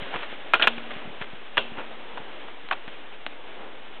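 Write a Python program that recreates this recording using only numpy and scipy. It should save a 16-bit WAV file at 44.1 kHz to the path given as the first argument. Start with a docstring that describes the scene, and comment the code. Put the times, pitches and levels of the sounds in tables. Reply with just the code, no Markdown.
"""Camera handled on a forest path

A small camera is carried and turned on a rocky path. Hard parts click and rattle against its case
and ring its modes; after two heavy knocks a loose part hums on. The hand bumps and rubs the shell.
Behind it runs a soft steady rush, like a stream or wind in leaves."""
import sys
import numpy as np
from scipy import signal
from scipy.fft import rfft, irfft
from scipy.io import wavfile
from scipy.ndimage import uniform_filter1d

SR = 44100
rng = np.random.default_rng(int(sys.argv[2]) if len(sys.argv) > 2 else 0)


def unload_wav(signal):
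    """Save mono or channel-first audio to the path in sys.argv[1] as 16-bit WAV at rate SR, clipped to [-1, 1]."""
    wavfile.write(
        sys.argv[1],
        SR,
        np.round(np.clip(np.atleast_2d(signal).T, -1, 1) * 32767).astype(np.int16),
    )


N = 176400
T = np.arange(N) / SR
BAND_HZ = 4250


def from_db(db):
    """Decibels to gain."""
    return 10 ** (np.asarray(db) / 20)


def unit_rms(x):
    """Scale to rms 1."""
    return x / np.sqrt(np.mean(x ** 2) + 1e-20)


def add(out, start_s, x):
    """Mix x in at start_s."""
    i = max(int(start_s * SR), 0)
    out[i:i + len(x)] += x[:N - i]


def butter(x, hz, kind, order=2):
    """Butterworth low- or high-pass."""
    return signal.sosfilt(signal.butter(order, hz, kind, fs=SR, output="sos"), x + 1e-18)


def coloured(noise, spectrum):
    """Shape noise to a spectrum, cut just above BAND_HZ; rms 1."""
    hz = np.arange(N // 2 + 1) * SR / N + 1e-6
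    points_hz, points_db = np.transpose(spectrum)
    gain = from_db(np.interp(np.log(hz), np.log(points_hz), points_db))
    return unit_rms(irfft(rfft(noise) * gain * (hz < 1.1 * BAND_HZ), N))


def drift(hz):
    """Random wander below hz; rms 1."""
    return unit_rms(butter(rng.standard_normal(N + SR), hz, "low")[SR:])


def ring(x, hz, t60_s):
    """One mode: a unit click starts a decaying sine of height 1."""
    radius, angle = from_db(-60 / (t60_s * SR)), 2 * np.pi * hz / SR
    return signal.lfilter([0, np.sin(angle)], [1, -2 * radius * np.cos(angle), radius ** 2], x + 1e-18)


def emphasise(x, hz, db, q=2.2):
    """Lift a broad band around hz."""
    return x + (from_db(db) - 1) * signal.lfilter(*signal.iirpeak(hz, q, fs=SR), x)


def disperse(x, q=1.08):
    """The shell delays each pitch differently, so a blow swells over about 1 ms."""
    for hz in np.geomspace(BAND_HZ / 5, BAND_HZ, 5):
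        x = x - 2 * signal.lfilter(*signal.iirpeak(hz, q, fs=SR), x)  # all-pass
    return x


# Rush spectra: f/Hz, level/dB
RUSH_LOW_SPECTRUM = [(25, -17.5), (150, -15), (250, -4.5), (440, -2), (800, -4), (1200, -10), (4000, -29)]
RUSH_HIGH_SPECTRUM = [(300, -12), (800, -5), (1500, 1.34), (3400, 1.4), (3900, -3.5), (4400, -18)]
# Rush envelopes: t/s, level/dB
RUSH_LOW_LEVEL = [(0, -40.5), (.4, -46), (1.099, -44), (1.448, -48.5), (2.15, -43.5), (2.6, -48),
                  (3.3, -49), (3.6, -44), (4, -49)]
RUSH_HIGH_LEVEL = [(0, -40), (.22, -39.5), (.45, -44.5), (.8, -43.5), (1.1, -47), (1.5, -46),
                   (2.299, -45.5), (3.2, -47.5), (4, -48)]


def rush(flicker_db=1, flicker_hz=13):
    """Steady outdoor noise; its low and high parts shift as the camera turns."""
    out = np.zeros(N)
    for spectrum, envelope in ((RUSH_LOW_SPECTRUM, RUSH_LOW_LEVEL), (RUSH_HIGH_SPECTRUM, RUSH_HIGH_LEVEL)):
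        db = np.interp(T, *np.transpose(envelope)) + flicker_db * drift(flicker_hz)
        out += from_db(db) * coloured(rng.standard_normal(N), spectrum)
    return out


# Rubs: t/s, level/dB, rise/s, decay/s, treble/dB
RUBS = [(0.142, -26.5, 0.0078, 0.013, -7), (0.161, -33, 0.0026, 0.011, 2), (0.229, -35.5, 0.0047, 0.013, 8),
        (0.908, -40, 0.0083, 0.11, 4), (1.214, -35, 0.0037, 0.016, 7), (1.789, -33.5, 0.014, 0.036, -7.5)]
# Friction spectrum: f/Hz, level/dB
RUB_SPECTRUM = [(100, -21), (300, 5.5), (1000, 3), (1600, 2.5), (3400, -2.5), (4300, -15.5)]


def hand_rubs(grains_per_s=2700, crossover_hz=2140):
    """The hand slides on the shell: short gritty swells of friction."""
    grains = rng.standard_normal(N) * (rng.random(N) < grains_per_s / SR)
    friction = coloured(grains, RUB_SPECTRUM)
    low = butter(friction, crossover_hz, "low")
    high = -butter(friction, crossover_hz, "high")  # inverted: no notch at the crossover
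    out = np.zeros(N)
    for peak_s, db, rise_s, decay_s, treble_db in RUBS:
        swell = np.exp(np.minimum((T - peak_s) / rise_s, (peak_s - T) / decay_s))
        out += from_db(db) * swell * (low + from_db(treble_db) * high)
    return out


# Bumps: t/s, level/dB, f/Hz
BUMPS = [(.020, -29, 187), (0.146, -26.5, 278), (.156, -30.5, 180), (.327, -28, 530), (0.778, -31.5, 242),
         (0.962, -31.5, 198), (1.054, -37, 175), (1.074, -30.5, 190), (1.1, -35.5, 189),
         (1.212, -32.5, 148), (1.332, -33, 178), (1.58, -32, 108), (1.718, -33.5, 196), (1.779, -33, 188),
         (2.199, -37, 150), (2.877, -32.5, 227)]


def hand_bumps(decay_cycles=1.86, low_cut_hz=89):
    """Soft pushes of the hand: dull thuds of a cycle or two."""
    out, t = np.zeros(N), T[:SR // 10]
    for start_s, db, hz in BUMPS:
        age = t * hz * np.log(1000) / decay_cycles
        envelope = age * np.exp(1 - age)
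        add(out, start_s, from_db(db) * envelope * np.sin(2 * np.pi * hz * t))
    return butter(out, low_cut_hz, "high")


# Loose part set ringing: t/s, hum/dB, ring/dB
LOOSE_STRIKES = [(.675, -38, -48), (1.581, -42, -35)]
# Its low and high modes: f/Hz, level/dB, t60/s
HUM_MODES = [(232.5, -1, 1.62)]
RING_MODES = [(2650, -1, .2), (2760, 1.5, 0.24), (3115, -9, .45)]


def loose_part():
    """A loose part sounds on after two heavy knocks: low hum, thin high ring."""
    out = np.zeros(N)
    for start_s, hum_db, ring_db in LOOSE_STRIKES:
        for modes, strike_db in ((HUM_MODES, hum_db), (RING_MODES, ring_db)):
            for hz, mode_db, t60_s in modes:
                envelope = from_db(strike_db + mode_db - 60 * T / t60_s)
                add(out, start_s, envelope * np.sin(2 * np.pi * hz * T))
    return out


# Ticks: t/s, peak/dB
TICKS = [(2.6868, -25), (3.2636, -15)]


def ticks(decay_s=0.0044):
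    """Light dry snaps that barely stir the case."""
    out, t = np.zeros(N), T[:SR // 20]
    for start_s, db in TICKS:
        drive = rng.standard_normal(len(t)) * np.exp(-t / decay_s)
        drive[0] += 2 * np.linalg.norm(drive)  # first contact
        drive = butter(drive, 300, "high", order=1)
        snap = disperse(butter(drive, BAND_HZ, "low", order=6))
        add(out, start_s, from_db(db) * snap / np.abs(snap).max())
    return out


# Tail spectra: f/Hz, level/dB
QUICK_TAIL = [(100, -12), (500, 7.5), (1450, -0.5), (2000, -14), (2700, -2.5), (3400, 2), (4300, -10)]
LONG_TAIL = [(100, -22), (450, 1), (1450, -2.5), (2000, -3.5), (2800, 6), (4300, -8.5)]


def knock_tails(quick_t60_s=0.17, quick_db=-14, long_t60_s=0.7, long_db=-26):
    """Each knock leaves a quick diffuse tail and a faint long one; damped knocks leave less."""
    out = np.zeros(N)
    for spectrum, t60_s, tail_db in ((QUICK_TAIL, quick_t60_s, quick_db), (LONG_TAIL, long_t60_s, long_db)):
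        power, fade = np.zeros(N), from_db(-60 * T / t60_s)
        for start_s, knock_db, *_, ring_scale in KNOCKS:
            add(power, start_s, (from_db(knock_db + tail_db) * ring_scale * fade) ** 2)
        out += np.sqrt(power) * coloured(rng.standard_normal(N), spectrum)
    return out


# Knocks: t/s, level/dB, chatter decay/s, emphasis f/Hz, emphasis/dB, ring time scale
KNOCKS = [(.5348, -9.5, 0.0021, 1440, 10.5, 0.34), (.5410, -14, 0.0023, 2560, 11, 0.75),
          (.5485, -21.5, 0.011, 1400, 6, 1.7), (.5958, -22, .005, 1490, 3.5, 1.6),
          (0.6132, -22.5, 0.0014, 1490, 21, 1.4), (.6224, -12.5, 0.0046, 3430, 17, 1.16),
          (.6290, -23.5, 0.0021, 2800, 3, 1.1), (0.6372, -19.5, 0.0096, 3300, 2, 1.43),
          (0.6712, -9.5, 0.0029, 1440, 10, 0.35), (.6788, -18, .0025, 3350, 17, 0.87),
          (.7800, -32, .002, 2500, 3.5, .4), (1.5700, -19, 0.0034, 1070, 7.5, 1.05),
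          (1.5775, -13, 0.0016, 2623, 17.5, 1.24), (1.5784, -20, .002, 1070, 13, 0.49),
          (2.1726, -32, 0.0046, 910, 17, 0.82), (2.482, -38.5, 0.0016, 1110, 17, 0.57),
          (2.7102, -17.5, .0014, 1050, 21, .25), (2.7112, -20, 0.0013, 1550, 17, .25),
          (2.7180, -25, 0.015, 744, 28, .6), (2.7238, -24.5, 0.0058, 1030, 7.5, 0.42),
          (2.7282, -31.5, 0.0027, 2830, 16, 0.46), (2.8780, -35, 0.0036, 795, 7, 1.1)]
# Case modes: f/Hz, level/dB, unscaled t60/s
CASE_MODES = [(420, -16.5, 0.013), (660, -24, 0.13), (1036, -23, 0.032), (1330, -6, 0.023),
              (1440, -4.5, 0.049), (1511, -10, 0.058), (1605, -10.5, 0.037), (2120, -13, 0.022),
              (2390, -4.5, 0.026), (2830, -10.5, 0.025), (2802, -11, 0.038), (3200, -10, 0.017),
              (3307, -7.5, 0.048)]


def knocks(chatter_rise_s=0.0017, contact_db=-1.5, crack_db=18):
    """Hard parts hit, chatter and ring the case; the spot struck favours a band, the grip damps it."""
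    out, t = np.zeros(N), T[:SR // 8]
    for start_s, db, chatter_s, emphasis_hz, emphasis_db, ring_scale in KNOCKS:
        envelope = (1 - np.exp(-t / chatter_rise_s)) * np.exp(-t / chatter_s)
        drive = rng.standard_normal(len(t)) * envelope
        drive /= np.linalg.norm(drive)
        drive[0] += from_db(contact_db)
        body = sum((-1) ** k * from_db(mode_db) * ring(drive, hz, t60_s * ring_scale)
                   for k, (hz, mode_db, t60_s) in enumerate(CASE_MODES))
        crack = butter(butter(drive, 414, "high"), 3645, "low", order=6)
        crack *= from_db(crack_db) * SR / (2 * BAND_HZ)
        hit = emphasise(disperse(body + crack), emphasis_hz, emphasis_db)
        peak_power = uniform_filter1d(hit ** 2, size=176, mode="constant").max()  # loudest 4 ms
        add(out, start_s, from_db(db) * hit / np.sqrt(peak_power))
    return out


def scene():
    """Handling sounds over the rush, mono."""
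    return (rush() + hand_rubs() + knock_tails() + knocks() + ticks() + loose_part() + hand_bumps())[None]


def record(dry, roll_off_hz=3701, dc_offset=-0.02, clip_level=0.68, cutoff_hz=16000):
    """Narrow-band electronics sit slightly off zero; the tallest peaks overload with a thin snap."""
    dull = butter(dry, roll_off_hz, "low", order=8)
    narrow = signal.sosfilt(signal.ellip(8, 0.3, 75, BAND_HZ, fs=SR, output="sos"), dull)
    clipped = np.clip(narrow + dc_offset, -clip_level, clip_level)
    return signal.sosfilt(signal.cheby2(12, 70, cutoff_hz, fs=SR, output="sos"), clipped)


dry = scene()
out = record(dry)
unload_wav(out)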